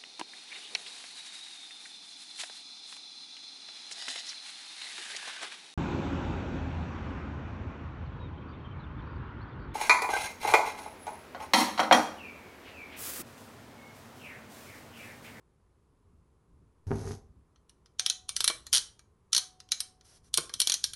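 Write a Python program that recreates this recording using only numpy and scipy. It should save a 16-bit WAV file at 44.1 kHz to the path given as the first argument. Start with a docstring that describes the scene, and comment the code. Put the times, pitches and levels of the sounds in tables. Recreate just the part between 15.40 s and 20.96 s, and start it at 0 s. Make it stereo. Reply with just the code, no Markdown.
"""In a small workshop, crimping pliers knock on a bench, are dragged off it and squeeze a wire terminal.
Their ratchet has a small catch, the pawl, which snaps over teeth in quick runs and makes the steel ring.
The return spring hums, and the jaws close with a clunk. Behind this are the hiss of a slipping grip,
the rumble of moving arms and the room's echo. The microphone is close, with the tool nearer its right."""
import sys
import numpy as np
from scipy import signal
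from scipy.fft import rfft, irfft, next_fast_len
from scipy.io import wavfile

SR = 44100
rng = np.random.default_rng(int(sys.argv[2]) if len(sys.argv) > 2 else 0)


def bounce(signal):
    """Save signal as a 16-bit WAV file at the path given by the first command-line argument."""
    frames = np.transpose(np.atleast_2d(signal))
    limited = np.clip(frames, -1, 1)
    pcm = np.round(limited * 32767).astype(np.int16)
    wavfile.write(sys.argv[1], SR, pcm)


N = 245004

# runs of the pawl over its teeth: (start [s], teeth [count], first gap [s], gap over the last gap [ratio],
# level [dB], change per tooth [dB], body [dB], brightness [dB]); body is the lower part of the tone
PAWL_RUNS = [(2.5959, 3, 0.067, 0.55, -9.5, 1, -0.5, -11), (2.9655, 4, 0.0405, 0.925, -13, 2, 2, -4.5),
             (3.3299, 8, 0.006, 1.065, -7, -0.49, -1, -7.5),
             (3.9313, 4, 0.0177, 0.905, -7.5, 0.14, -1.5, -10),
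             (5.2732, 4, 0.0248, 0.91, -8, -0.53, 0, -6.5)]
# single clicks of the pawl and its links: (time [s], level [dB], brightness [dB])
LONE_CLICKS = [(2.1602, -50.5, -24), (2.2957, -45, -2.5), (2.46, -47, -14.5), (2.8926, -15.5, -7),
               (3.268, -28.5, -8), (3.5935, -39.5, -13), (4.203, -34.5, -11.5), (4.2898, -43.5, -12),
               (4.3193, -6.5, -12), (4.4046, -15, -1.5), (4.6111, -44, -15.5), (4.9414, -9, -4),
               (4.9748, -9, -2.5), (5.1394, -19, -6.5), (5.2022, -8, 0), (5.2172, -8.5, -7.5),
               (5.4415, -8, -8), (5.5349, -25, -5.5)]
# tone of a snap's first crack, and of the short clang after it: (frequency [Hz], level [dB])
CRACK_TONE = [(100, -35), (700, -35), (1300, -14.5), (1900, -28), (2600, -12.5), (3200, 1.5), (4200, -1.5),
              (6000, -1), (6700, -1), (7500, -21.5), (8600, -10.5), (10500, -5.5), (11600, -13.5),
              (12600, -27)]
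CLANG_TONE = [(100, -33), (700, -28), (1300, -15), (2000, -13), (2800, -10.5), (3300, -8.5), (4300, 1),
              (4850, -4.5), (5800, 0), (6600, -11.5), (7400, -18.5), (8800, -8.5), (11300, -9),
              (12500, -35.5)]
# notes of the steel plates, the spring, the whole tool and the bench top:
# (frequency [Hz], level [dB], time to fade by 60 dB [s])
PLATE_NOTES = [(1550, -17, .05), (2313, -12, .09), (3169, -4, .05), (3571, -2, .06), (3871, -3, .07),
               (3931, 0, .08), (4102, -1, .09), (4342, 0, .09), (4808, -6, .07), (5008, -4, .08),
               (5254, -5, .08), (5740, -3, .07), (5996, 0, .08), (6390, -7, .08), (9009, -10, .07),
               (9170, -10, .07), (9611, -9, .06)]
SPRING_NOTES = [(743, 0, 1.5), (1475, -8, .45), (2229, 0, .4), (2961, -3, .4)]
TOOL_NOTES = [(154, -16, .09), (224, -19, 0.048), (347, -10, 0.06), (474, -9, 0.043), (651, -5, 0.025),
              (1180, -8, 0.06), (1124, -4, 0.044), (1410, -13.5, 0.04), (1647, -16, 0.023),
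              (2190, -11, .05), (2470, -10, 0.035)]
BENCH_NOTES = [(102, -3, .2), (140, -4, .07), (180, -3, .08), (227, -5.5, .13), (271, -4.5, .11),
               (315, -3, .05), (398, 2.5, .1), (445, -2, .05), (555, 2.5, .05), (675, 2, .045),
               (770, 3, .05), (894, -2, .04), (1190, -10, .06), (1400, -13, .04), (1850, -13, .04),
               (2150, -13, .04)]
# jolts that set the spring humming: (time [s], level [dB])
SPRING_JOLTS = [(2.596, -59), (3.966, -60), (4.404, -68)]
# the jaws reach their stop: (time [s], level [dB], bass [dB])
JAW_CLUNKS = [(3.101, -24, -15.5), (4.974, -31, -4.5), (4.982, -23, 4), (5.095, -39, -8.5)]
# knocks on the bench: (time [s], level [dB], contact time [ms], scrape level [dB])
BENCH_KNOCKS = [(1.469, -16.5, 8.5, -56.5), (1.479, -16.5, 7.7, -72), (1.5082, -18.5, 1.5, -62),
                (1.516, -18.5, 0.87, -71), (1.529, -22.5, 1.7, -66), (1.556, -29, 2, -50.5),
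                (1.675, -33, 0.6, -44.5), (1.71, -32.5, 0.6, -45)]
# the grip slips on the handles: (start [s], length [s], level [dB])
GRIP_SLIPS = [(4.652, 0.125, -58), (4.845, 0.04, -63.5)]
# swells of rumble as the arms move: (middle [s], length [s], level [dB])
ARM_MOVES = [(0.74, 0.21, -58.5), (1.178, 0.19, -56), (1.81, 0.41, -54.5), (3.15, 0.6, -58.5),
             (4.942, 0.33, -60.5), (5.159, 0.037, -49.5), (5.506, 0.14, -57)]
# tone of the sliding tool, slipping palm, arm rumble, still air and echo: (frequency [Hz], level [dB])
SLIDE_TONE = [(410, -26.5), (700, -4), (808, -13.5), (956, -19), (2990, -17), (6360, -8.5), (7340, -21.5),
              (11300, -19), (12300, -43), (16000, -65), (22000, -120)]
SLIP_TONE = [(1000, -7), (2500, -8.5), (4000, -3.5), (6000, 2.5), (7400, -13.5), (9500, -4.5),
             (11300, -4.5), (12300, -42.5)]
RUMBLE_TONE = [(20, -21), (40, -11), (60, -4.5), (100, -10.5), (160, -16.5), (300, -25.5), (800, -58.5),
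               (8000, -100)]
AIR_TONE = [(20, -8), (60, 0), (160, -1), (300, -5), (410, 0), (560, -11), (750, -13), (1050, -8),
            (1600, -20), (3000, -27), (6000, -30), (11000, -28), (12500, -42)]
ECHO_TONE = [(100, -7.5), (500, -2.5), (1500, 0), (3000, -2.5), (5000, -4), (7400, 0), (10000, -3.5),
             (11300, -4.5), (12300, -18)]
# how long the echo lasts: (frequency [Hz], time to fade by 60 dB [s])
ECHO_FADE = [(100, 0.41), (400, 0.5), (1500, 0.3), (4000, 0.28), (7000, 0.27), (11000, 0.26)]
# what the microphone's left side hears, against its right: (frequency [Hz], level [dB], phase lead [rad])
TOOL_AT_LEFT = [(100, -4.5, 1.5), (630, -0.5, 1.05), (1130, -6, 0.9), (2030, -5, -1.5), (2700, -9.5, -2.5),
                (3870, -12.5, 2.63), (4600, -17, -3), (5900, -11.5, -0.72), (6700, -8, -2.34), (7130, 0, 0),
                (10700, 0.5, 2.1)]
BENCH_AT_LEFT = [(60, -5, -1), (100, -5.5, -1.3), (160, -7, -1.6), (250, -10, -2.3), (400, -14, -1.1),
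                 (530, -3, -3.2), (760, -4, -3.2), (1130, -5, -4.2), (2060, -7.5, -7), (4000, -14, -8.3),
                 (6430, -7, -7), (9000, 1, -6.3)]
# the microphone's loss of treble: (frequency [Hz], level [dB])
MICROPHONE_TONE = [(11600, 0), (12600, -10), (16000, -26)]

BODY_DB, BODY_SLOPE = -5, 0.32  # body of a full-strength click; extra dB of body per dB it is quieter
STOP_DB, STOP_BODY_DB, STOP_BRIGHT_DB = 6.5, 15.5, -13  # dull snap at the stop; its level adds to the clunk's
DRAG_START_S, DRAG_END_S = 1.606, 1.706  # the tool slides at full speed between these times
DRAG_RISE_DB_PER_S, DRAG_FALL_DB_PER_S = 92, 265  # it speeds up slowly, then lifts off quickly
RATTLE_RISE_S, RATTLE_FALL_DB_PER_S = 0.004, 261  # after each knock the tool rattles to rest
TAPS = 4096  # samples used to build a tone filter


def ratchet(ring_spread_db=1.5):
    """The pawl snaps over the teeth; the steel rings a little more or less each time."""
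    out = np.zeros((2, N))
    for s, db, body_db, bright_db in snap_times():
        ring_db = ring_spread_db * rng.standard_normal()
        add(out, s - 0.01, gain_of(db) * snap(body_db, bright_db, ring_db))
    return out


def snap_times():
    """Lists every snap as (time [s], level [dB], body [dB], brightness [dB])."""
    for s, count, gap_s, gap_ratio, db, swell_db, body_db, bright_db in PAWL_RUNS:
        for k in range(round(count)):
            yield s, db + k * swell_db, body_db, bright_db
            s += gap_s * gap_ratio ** k
    for s, db, bright_db in LONE_CLICKS:
        yield s, db, BODY_DB - BODY_SLOPE * db, bright_db
    for s, db, _ in JAW_CLUNKS:
        yield s, db + STOP_DB, STOP_BODY_DB, STOP_BRIGHT_DB


def snap(body_db, bright_db, ring_db, crack_db=14, clang_db=11.5, plates_db=-24,
         chatter_s=0.00033, slip_db=-26, slip_s=0.0047, clang_fade_s=0.041):
    """The pawl slips up one tooth, cracks down on the next and sets the steel ringing."""
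    t = (np.arange(2 * TAPS) - SR // 100) / SR  # the crack comes 10 ms in, at t = 0
    slip = gain_of(slip_db) * np.exp(-abs(t) / slip_s) * (t < 0)
    chatter = np.exp(-abs(t) / chatter_s)
    contact = (slip + chatter) * rng.standard_normal(len(t))
    crack = gain_of(crack_db) * unit_energy(shape_tone(contact, CRACK_TONE))
    burst = stereo_noise(len(t), 0.29) * gain_of(-60 * abs(t) / clang_fade_s) * (t > 0)
    clang = gain_of(clang_db + ring_db) * unit_energy(shape_tone(burst, CLANG_TONE))
    detune = rng.uniform(.995, 1.005)
    plates = gain_of(plates_db) * ringing(PLATE_NOTES, np.maximum(t, 0) * detune, spread_db=4.5)
    # where the pawl lands sets the amount of body and treble
    hz = np.geomspace(1000, 12000, 48)
    landing_db = look_up([(1700, body_db), (3000, 0.0026), (6500, 0.0042), (8300, bright_db + 7)], hz)
    # the links shift from tooth to tooth, so each snap favours other pitches
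    tooth_db = 2.3 * rng.standard_normal(len(hz))
    return shape_tone(crack + clang + plates, np.transpose([hz, landing_db + tooth_db]))


def spring():
    """Each jolt leaves the return spring with a long, faint hum."""
    out, t = np.zeros((2, N)), np.arange(SR) / SR
    for s, db in SPRING_JOLTS:
        add(out, s, gain_of(db) * ringing(SPRING_NOTES, t, spread_db=1)[None])
    return out


def jaws(rise_s=0.0012):
    """The jaws hit their stop, and the whole tool takes a dull blow."""
    out, t = np.zeros((2, N)), np.arange(2 * TAPS) / SR
    for s, db, bass_db in JAW_CLUNKS:
        blow = ringing(TOOL_NOTES, t, spread_db=2.5) * (1 - np.exp(-t / rise_s))
        add(out, s, gain_of(db) * shape_tone(blow, [(200, bass_db), (600, 0.0089)]))
    return out


def bench(knock_db=-3, judder_db=-34, hiss_db=-51, rattle_db=-7):
    """Hand and tool knock the bench top, then the tool judders and hisses across it."""
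    t, clock = np.arange(SR // 2) / SR, np.arange(N) / SR
    bench_ring = sum(gain_of(db - 60 * t / fade_s) * np.cos(2 * np.pi * hz * t)
                     for hz, db, fade_s in BENCH_NOTES)
    rise_db = -DRAG_RISE_DB_PER_S * np.maximum(DRAG_START_S - clock, 0)
    fall_db = -DRAG_FALL_DB_PER_S * np.maximum(clock - DRAG_END_S, 0)
    drag = gain_of(rise_db + fall_db) * (clock > BENCH_KNOCKS[0][0])
    force = np.zeros((2, N))
    shake, rub = gain_of(judder_db) * drag, gain_of(hiss_db) * drag
    for s, db, contact_ms, scrape_db in BENCH_KNOCKS:
        progress = t * 4000 / contact_ms  # a longer contact gives a duller knock
        push = progress * np.exp(-progress)
        add(force, s, gain_of(db + knock_db) * push[None] / push.sum())
        onset = np.clip((clock - s) / RATTLE_RISE_S, 0, 1)
        rattle = onset * gain_of(-RATTLE_FALL_DB_PER_S * abs(clock - s))
        shake = np.hypot(shake, gain_of(db + rattle_db) * rattle / contact_ms)
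        rub = np.hypot(rub, gain_of(scrape_db) * rattle)
    knocks = signal.fftconvolve(force, bench_ring[None], axes=1)[:, :N]
    grit = rng.standard_normal(N) * grain(4)
    judder_tone = [(40, 10), (100, 2.5), (400, -2), (750, -4), (1300, -14), (2000, -17), (5000, -36)]
    judder = unit_level(shape_tone(signal.fftconvolve(grit, bench_ring)[:N], judder_tone))
    hiss = unit_level(shape_tone(grit * stereo_noise(N, 0.3), SLIDE_TONE))
    return knocks + judder * shake + hiss * rub


def grip(edge_s=0.0076):
    """The palm slips over the plastic handles with a soft, grainy hiss."""
    clock, level = np.arange(N) / SR, np.zeros(N)
    for s, length, db in GRIP_SLIPS:
        outside_s = np.maximum(abs(clock - s - length / 2) - length / 2, 0)
        level += gain_of(db) * np.exp(-outside_s / edge_s)
    grit = stereo_noise(N, 0.6) * grain(2)
    return level * unit_level(shape_tone(grit, SLIP_TONE))


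def arms(hold_db=-65):
    """Hands holding the tool make a low rumble that swells as the arms move."""
    clock = np.arange(N) / SR
    swells = sum(gain_of(db) ** 2 * np.exp(-(2 * (clock - s) / length) ** 4)
                 for s, length, db in ARM_MOVES)
    rumble = unit_level(shape_tone(stereo_noise(N, 0.77), RUMBLE_TONE))
    return np.sqrt(gain_of(hold_db) ** 2 + swells) * rumble * pan(left_db=-7.5)


def air(level_db=-68):
    """The steady hush of still workshop air."""
    hush = unit_level(shape_tone(stereo_noise(N, .7), AIR_TONE))
    return gain_of(level_db) * hush * pan(left_db=-1)


def echo(x, build_up_s=0.0072):
    """Sound bounces off bench, shelves and walls; each pitch fades at its own speed."""
    hz, t, spectrum = signal.stft(stereo_noise(SR // 2, 0.59), SR, nperseg=256)
    fade = gain_of(-60 * t / look_up(ECHO_FADE, hz)[:, None])
    tail = signal.istft(spectrum * fade, SR, nperseg=256)[1]
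    tail *= np.clip(np.arange(tail.shape[1]) / SR / build_up_s - .5, 0, 1)
    return signal.fftconvolve(x[1:], shape_tone(unit_energy(tail), ECHO_TONE), axes=1)[:, :N]


def shade_left(x, at_left):
    """The microphone's body shades and delays its left side, differently at each pitch."""
    size = next_fast_len(N + TAPS)
    hz, table = np.fft.rfftfreq(size, 1 / SR), np.array(at_left)
    gain, phase = gain_of(look_up(table[:, :2], hz)), look_up(table[:, ::2], hz)
    left = irfft(rfft(x[0], size) * gain * np.exp(1j * phase), size)[:N]
    return np.array([left, x[1]])


def ringing(notes, t, spread_db):
    """A struck object's fading notes; each blow shares its energy among them differently."""
    hz, db, fade_s = np.transpose(notes)[:, :, None]
    strength = gain_of(db + spread_db * rng.standard_normal(hz.shape)) * rng.choice([-1, 1], hz.shape)
    return np.sum(strength * gain_of(-60 * t / fade_s) * np.sin(2 * np.pi * hz * t), axis=0)


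def grain(depth_db):
    """Random jumps in level that make a hiss gritty."""
    return gain_of(depth_db * np.minimum(rng.exponential(1, N), 5))


def stereo_noise(size, alike):
    """White noise whose two sides are unrelated (alike = 0) up to identical (1)."""
    shared, own = rng.standard_normal((2, size))
    return np.array([alike * shared + np.sqrt(1 - alike ** 2) * own, shared])


def shape_tone(x, points):
    """Filters by (frequency [Hz], level [dB]) points, keeping sudden starts sharp."""
    log_gain = np.log(gain_of(look_up(points, abs(np.fft.fftfreq(TAPS, 1 / SR)))))
    response = np.exp(np.conj(signal.hilbert(log_gain)))
    kernel = np.fft.ifft(response).real[:TAPS // 2]
    return signal.oaconvolve(np.atleast_2d(x), kernel[None], axes=1)[:, :x.shape[-1]]


def look_up(points, hz):
    """Reads between (frequency [Hz], value) points along a pitch scale."""
    point_hz, value = np.transpose(points)
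    return np.interp(np.log(hz + 1), np.log(point_hz + 1), value)


def add(mix, s, sound):
    """Lays a sound into both sides of the mix at time s."""
    part = mix[:, round(s * SR):][:, :sound.shape[-1]]
    part += sound[:, :part.shape[-1]]


def pan(left_db):
    """Sets the left side against the right, keeping the total power."""
    return unit_energy(np.array([gain_of(left_db), 1]))[:, None]


def gain_of(db):
    """Turns decibels into a multiplier."""
    return 10 ** (np.asarray(db) / 20)


def unit_level(x):
    """Scales the average power to 1."""
    return x / np.sqrt(np.mean(x ** 2) + 1e-20)


def unit_energy(x):
    """Scales each row's energy to 1."""
    return x / np.sqrt(np.sum(x ** 2, axis=-1, keepdims=True) + 1e-20)


def scene(tool_echo_db=-10, bench_echo_db=-13):
    """Tool and bench, each with its echo, reach the microphone over a quiet background."""
    tool = ratchet() + spring() + jaws() + grip()
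    knocks = bench()
    tool = shade_left(tool + gain_of(tool_echo_db) * echo(tool), TOOL_AT_LEFT)
    knocks = shade_left(knocks + gain_of(bench_echo_db) * echo(knocks), BENCH_AT_LEFT)
    return tool + knocks + air() + arms()


def record(dry, ceiling=.85, cutoff_hz=16100):
    """Rounds off the loudest peaks, softens the treble and cuts the very highest pitches."""
    rounded = dry / (1 + (dry / ceiling) ** 4) ** .25
    low_pass = signal.firwin(511, cutoff_hz, window=("kaiser", 9), fs=SR)
    return signal.oaconvolve(shape_tone(rounded, MICROPHONE_TONE), low_pass[None], "same")


dry = scene()
out = record(dry)
bounce(out)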